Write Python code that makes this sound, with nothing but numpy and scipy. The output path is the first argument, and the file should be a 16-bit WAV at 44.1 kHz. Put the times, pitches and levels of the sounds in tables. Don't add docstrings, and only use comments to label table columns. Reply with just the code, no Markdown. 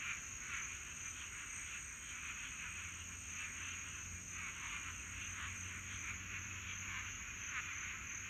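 import sys
import numpy as np
from scipy import signal
from scipy.fft import rfft, irfft, next_fast_len
from scipy.io import wavfile

SR = 44100
rng = np.random.default_rng(int(sys.argv[2]) if len(sys.argv) > 2 else 0)


def transcribe(u):
    v = np.clip(np.atleast_2d(u).T, -1, 1)
    q = np.round(v * 32767).astype(np.int16)
    wavfile.write(sys.argv[1], SR, q)


N = 365588
TIME = np.arange(N) / SR


def amp(db):
    return 10 ** (np.asarray(db) / 20)


def unit_rms(x):
    return x / np.sqrt(np.mean(x ** 2) + 1e-20)


def curves(rows):
    times_s, *columns = np.transpose(rows)
    return [np.interp(TIME, times_s, column) for column in columns]


def noise(spectrum):
    hz, db = np.transpose(spectrum)
    size = next_fast_len(N)
    gain = amp(np.interp(np.log(np.fft.rfftfreq(size, 1 / SR) + 1), np.log(hz), db))
    return unit_rms(irfft(rfft(rng.standard_normal(N), size) * gain, size)[:N])


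def drift(cutoff_hz):
    hz = np.fft.rfftfreq(2048, TIME[-1] / 2048)
    spectrum = rfft(rng.standard_normal(2048)) / (1 + (hz / cutoff_hz) ** 4)
    return np.interp(TIME, np.linspace(0, TIME[-1], 2048), unit_rms(irfft(spectrum)))


def add(mix, start_s, sound):
    start = round(start_s * SR)
    sound = sound[max(-start, 0):]
    part = mix[max(start, 0):][:len(sound)]
    part += sound[:len(part)]


def resonate(x, hz, width_hz):
    carrier = np.exp(2j * np.pi * np.cumsum(hz) / SR)
    pole = np.exp(-np.pi * width_hz / SR)
    return (carrier * signal.lfilter([1 - pole], [1, -pole], x / carrier + 1e-18)).real


def tree_echoes(t60_s, count):
    delay_s = rng.random(count) ** 2 * .35
    gains = rng.standard_normal(count) * amp(-60 * delay_s / t60_s)
    taps = np.bincount((delay_s * SR).astype(int), gains, SR // 2)
    return taps[:int(.35 * SR)] / np.linalg.norm(taps)


def with_echoes(x, wet, t60_s, count):
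    return x + wet * signal.oaconvolve(x, tree_echoes(t60_s, count))[:N]


# frequency in Hz, relative spectral density in dB.
RUMBLE_SPECTRUM = [(18, -41), (30, -16.5), (47, 0), (70, 3.5), (110, -4.5), (160, -8.5), (260, -12),
                   (350, -15.5), (480, -24), (850, -28), (1400, -46)]
HISS_SPECTRUM = [(4000, -11), (7400, 4), (8500, 0.5), (9500, -9.5), (10400, -21.5), (11300, -7.5),
                 (12300, 2.5), (13200, 4.5), (13900, -6), (14400, -20), (15700, -20)]
# time in seconds, relative level in dB.
RUMBLE_LEVELS = [(0, -66), (2.2, -67.5), (3.5, -66), (6.2, -64.5), (8.3, -66)]


def night_air(rumble_gain_db=7, hiss_db=-73.5):
    rumble = amp(curves(RUMBLE_LEVELS)[0] + rumble_gain_db) * noise(RUMBLE_SPECTRUM)
    hiss = amp(hiss_db + .5 * drift(6.4)) * noise(HISS_SPECTRUM)
    return rumble + hiss


# frequency in Hz, mean rms level in dB.
HUM_TONES = [(86.5, -68.5), (405, -90.5)]


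def hum():
    return np.sqrt(2) * sum(
        amp(db + 3.3 * drift(1.9)) * np.sin(2 * np.pi * hz * TIME + .72 * drift(1.56))
        for hz, db in HUM_TONES)


# time in seconds, base level in dB.
ENGINE_LEVELS = [(0, -79.5), (1.8, -77), (2.9, -62.5), (4.2, -60.5), (6.3, -55.5), (7.1, -58), (8.3, -64.5)]
# multiple of the firing rate, gain in dB, time of one throb crest in seconds, loss in dB/s.
ENGINE_PARTIALS = [(1, 0.5, 2.86, 0), (2, -0.5, 2.92, 1.25), (2.5, -7.5, 4.47, 1.14), (3, 2.5, 3.57, 3.5)]


def far_engine(start_hz=81.2, rise_hz_per_s=1.99, throb_s=1.285, throb_db=2, fading_db=1.8):
    firing_hz = (start_hz + rise_hz_per_s * TIME) * (1 + .00196 * drift(2.8))
    cycles = np.cumsum(firing_hz) / SR
    level_db = curves(ENGINE_LEVELS)[0]
    out = np.zeros(N)
    for multiple, gain_db, crest_s, loss_db_per_s in ENGINE_PARTIALS:
        sway_db = throb_db * np.cos(2 * np.pi * (TIME - crest_s) / throb_s) + fading_db * drift(2.2)
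        envelope = amp(level_db + gain_db + sway_db - loss_db_per_s * TIME)
        out += envelope * np.sin(2 * np.pi * multiple * cycles)
    return out


# time in seconds, relative level in dB, pitch near the top of a stroke in Hz.
KATYDID_SONG = [(0.1, -71.5, 8150), (0.67, -70.5, 8250), (1.64, -62.5, 8290), (2.38, -68.5, 8290),
                (2.99, -66, 8290), (4.04, -71, 8280), (4.16, -68.5, 8280), (5.82, -70, 8260),
                (6.0, -72, 8250)]


def katydid(beat_hz=60.3, sag_hz=420, return_db=-12, return_hz=7880, stop_s=6.18, fade_s=.13):
    level_db, top_hz = curves(KATYDID_SONG)
    beats = np.cumsum(beat_hz * (1 + .0024 * drift(5.3))) / SR
    progress = beats % 1
    stroke = np.exp(-((progress - .33) / .2) ** 2)
    back = amp(return_db) * np.exp(-((progress - .8) / .14) ** 2)
    stroke_hz = top_hz + 45 - sag_hz * (3 * progress - 1) ** 2
    hz = np.where(progress < .65, stroke_hz, return_hz) + 12 * drift(50)
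    cycles = np.cumsum(hz) / SR
    cycles -= cycles[np.searchsorted(beats, np.floor(beats))]
    buzz = unit_rms((stroke + back) * np.sin(2 * np.pi * cycles))
    buzz = unit_rms(with_echoes(buzz, wet=.36, t60_s=.2, count=200))
    flutter_db = 1.5 * drift(15)
    fade = np.clip((stop_s - TIME) / fade_s, 0, 1)
    return amp(level_db + 2.5 + flutter_db) * buzz * fade


def chirp(hz, stroke_s, sag, count=5):
    strokes = np.arange(int(count * stroke_s * SR)) / SR / stroke_s
    from_middle = strokes % 1 - .5
    detune, phase = rng.standard_normal((2, count))[:, strokes.astype(int)]
    pulse = np.sin(np.pi * np.clip(from_middle / .8 + .5, 0, 1))
    swell = np.minimum(.6 + .25 * strokes, 1)
    cycles = np.cumsum(hz * (1 + .0014 * detune - sag * from_middle)) / SR
    return pulse * swell * np.sin(2 * np.pi * (cycles + phase))


# pitch in Hz, chirp period in seconds, direct amplitude in dB.
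MID_CRICKETS = [(6950, .368, -58.5), (6646, .34, -54), (6570, .29, -55)]
# frequency in Hz, relative spectral density in dB.
FAR_CRICKET_SPECTRUM = [(4300, -24), (5000, -35), (5500, -18.5), (6000, -5.5), (6400, -1), (6680, 1.5),
                        (6860, -4.5), (6980, -6), (7100, -14), (7400, -22.5), (7800, -56.5)]
# time in seconds, level in dB.
FAR_CRICKET_LEVELS = [(0, -52), (1.3, -53.5), (2.6, -54.5), (3.4, -53.5), (5, -54.5), (7, -54.5),
                      (8.3, -55)]


def cricket_crowd(jitter_s=.011):
    chirps = np.zeros(N)
    for hz, period_s, db in MID_CRICKETS:
        for beat_s in (np.arange(-1, 32) + rng.random()) * period_s:
            start_s = beat_s + jitter_s * rng.standard_normal()
            add(chirps, start_s, amp(db) * chirp(hz, stroke_s=.0251, sag=.013))
    chirps = with_echoes(chirps, wet=.48, t60_s=.3, count=200)
    blur = noise(FAR_CRICKET_SPECTRUM) * amp(.54 * drift(36) + .5 * drift(5))
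    return chirps + amp(curves(FAR_CRICKET_LEVELS)[0]) * blur


# first and last chirp in seconds, first and last direct amplitude in dB.
CHIRP_RUNS = [(.267, 0.6, -49, -46), (1.06, 1.059, -46, -48), (1.532, 2.9, -49, -58),
              (3.335, 4.96, -45, -50), (5.275, 5.99, -47.5, -48.5), (6.42, 8.126, -50, -44)]


def near_cricket(hz=6208, beat_s=.333, scatter_db=1.4):
    out = np.zeros(N)
    for first_s, last_s, first_db, last_db in CHIRP_RUNS:
        count = 1 + round(abs(last_s - first_s) / beat_s)
        for middle_s, db in np.linspace((first_s, first_db), (last_s, last_db), count):
            sound = chirp(hz, stroke_s=.0262, sag=.022)
            gain = amp(db + scatter_db * rng.standard_normal())
            add(out, middle_s - len(sound) / SR / 2, gain * sound)
    return with_echoes(out, wet=.55, t60_s=.26, count=200)


def larynx_click(upper_hz, lower_hz, lower_db, half_width_hz=440, top_hz=4100):
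    hz = abs(np.fft.fftfreq(1024, 1 / SR)) + 1
    lower = amp(lower_db - 1) / (1 + ((hz - lower_hz) / half_width_hz) ** 2)
    upper = 1 / (1 + ((hz - upper_hz) / half_width_hz) ** 2)
    rolloff = np.sqrt((1 + (.85 * lower_hz / hz) ** 14) * (1 + (hz / top_hz) ** 14))
    log_gain = np.log((lower + upper) / rolloff + 1e-4)
    minimum_phase = np.exp(np.conj(signal.hilbert(log_gain)))
    return np.fft.ifft(minimum_phase).real[:400]


def croak(length_s, upper_hz, lower_hz, lower_db, roughness, first_hz=400, last_hz=250):
    slip, strength = rng.standard_normal((2, 160))
    pace = np.exp(.16 * roughness * rng.standard_normal())
    progress = np.linspace(0, 1, int(length_s * SR))
    click_hz = pace * (last_hz + (first_hz - last_hz) * (1 - progress) ** 2)
    onsets = np.searchsorted(np.cumsum(click_hz) / SR, np.arange(len(slip)) + .045 * roughness * slip)
    clicks = np.bincount(onsets, amp(2.2 * roughness * strength), len(progress) + 1)[:len(progress)]
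    swell = np.interp(progress, [0, .4, .82, 1], [.13, .34, 1, .42])
    rasp = unit_rms(signal.fftconvolve(clicks * swell, larynx_click(upper_hz, lower_hz, lower_db)))
    fill = np.sin(np.linspace(0, 2.4, len(rasp)))
    sac_note = unit_rms(resonate(rasp, upper_hz * (1 + .04 * (fill - .8)), width_hz=60))
    return unit_rms(rasp + amp(-7) * roughness * sac_note)


# time in seconds, relative level in dB.
FAR_FROG_LEVELS = [(0.0, -49), (0.21, -55), (0.46, -56), (0.6, -50), (0.92, -53.5), (1.52, -51),
                   (1.96, -55.5), (2.28, -51), (2.77, -50), (3.07, -54), (3.32, -56), (3.58, -49.5),
                   (4.06, -54), (4.34, -60.5), (4.52, -53.5), (7.41, -50.5), (7.69, -50), (8.29, -50.5)]


def far_frogs(count=150, gain_db=.1, cutoff_hz=3500):
    corners = np.zeros((3, N))
    for k, (slip, loudness, pitch, depth) in enumerate(rng.uniform(-1, 1, (count, 4))):
        call = croak(length_s=.17, upper_hz=2490 * np.exp(.11 * pitch), lower_hz=1300,
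                     lower_db=-4.5 + 3 * depth, roughness=.75)
        start_s = (k + slip / 2) / count * (TIME[-1] + .3) - .3
        add(corners[k % 3], start_s, amp(.52 * loudness) * call)
    chorus = sum(with_echoes(corner, wet=1.86, t60_s=1, count=500) for corner in corners)
    dulled = signal.sosfilt(signal.butter(3, cutoff_hz, fs=SR, output="sos"), chorus)
    return amp(curves(FAR_FROG_LEVELS)[0] + gain_db) * unit_rms(dulled)


# rough peak time in seconds, relative level in dB, upper and lower resonance in Hz,
# distance from 0 to 1.
NEAR_CROAKS = [(0.097, -42, 2357, 1360, 0.68), (0.536, -43, 2286, 1350, 0.78), (0.71, -54, 2460, 1370, .85),
               (1.204, -55.5, 3150, 1370, 0.53), (1.72, -49.5, 2660, 1360, 0.92),
               (2.085, -55.5, 3100, 1370, 0.7), (2.281, -49, 2430, 1310, .72),
               (2.453, -55, 3000, 1370, 0.66), (2.62, -54, 2590, 1370, .85), (2.871, -53, 2220, 1370, 0.72),
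               (3.41, -46, 2460, 1270, 0.83), (3.699, -50.5, 2680, 1370, 0.97),
               (4.39, -48.5, 2330, 1280, 0.67), (4.458, -46, 2210, 1240, 0.7),
               (4.65, -48.5, 2190, 1140, 0.52), (4.665, -59, 3320, 1380, .6),
               (4.734, -45, 2390, 1190, 0.69), (4.88, -48.5, 2460, 1250, .62),
               (5.24, -49.5, 2730, 1380, .7), (5.432, -45, 2438, 1320, .78),
               (5.749, -50.5, 2280, 1300, 0.62), (5.944, -54.5, 3140, 1370, 0.55),
               (6.088, -46, 2370, 1300, 0.73), (6.35, -47, 2520, 1350, 0.68),
               (6.7, -49.5, 2330, 1310, 0.64), (6.702, -55, 3250, 1370, 0.65),
               (6.966, -44, 2270, 1220, .68), (7.575, -41, 2210, 1380, 0.3),
               (7.69, -47.5, 2400, 1370, 0.85), (7.86, -48.5, 2390, 1330, 0.99)]


def near_frogs(gain_db=-4.5, lead_in_s=.028):
    out = np.zeros(N)
    for peak_s, db, upper_hz, lower_hz, distance in NEAR_CROAKS:
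        body_s = .06 + .15 * distance
        lower_db = 3 - 15 * distance ** 2
        wet = .93 * distance
        path = wet * tree_echoes(t60_s=.48, count=110)
        path[0] += np.sqrt(1 - wet ** 2)
        call = croak(body_s + lead_in_s, upper_hz, lower_hz, lower_db, roughness=distance)
        heard = signal.fftconvolve(call, path)
        heard *= np.linalg.norm(call) / np.linalg.norm(heard)
        add(out, peak_s - .72 * body_s - lead_in_s, amp(db + gain_db) * heard)
    return out


def scene():
    frogs = near_frogs() + far_frogs()
    insects = near_cricket() + cricket_crowd() + katydid()
    return (frogs + insects + far_engine() + hum() + night_air())[None]


def record(dry, cutoff_hz=15750):
    lowpass = signal.firwin(511, cutoff_hz, window=("kaiser", 9), fs=SR)
    return signal.oaconvolve(dry, lowpass[None], "same")


dry = scene()
out = record(dry)
transcribe(out)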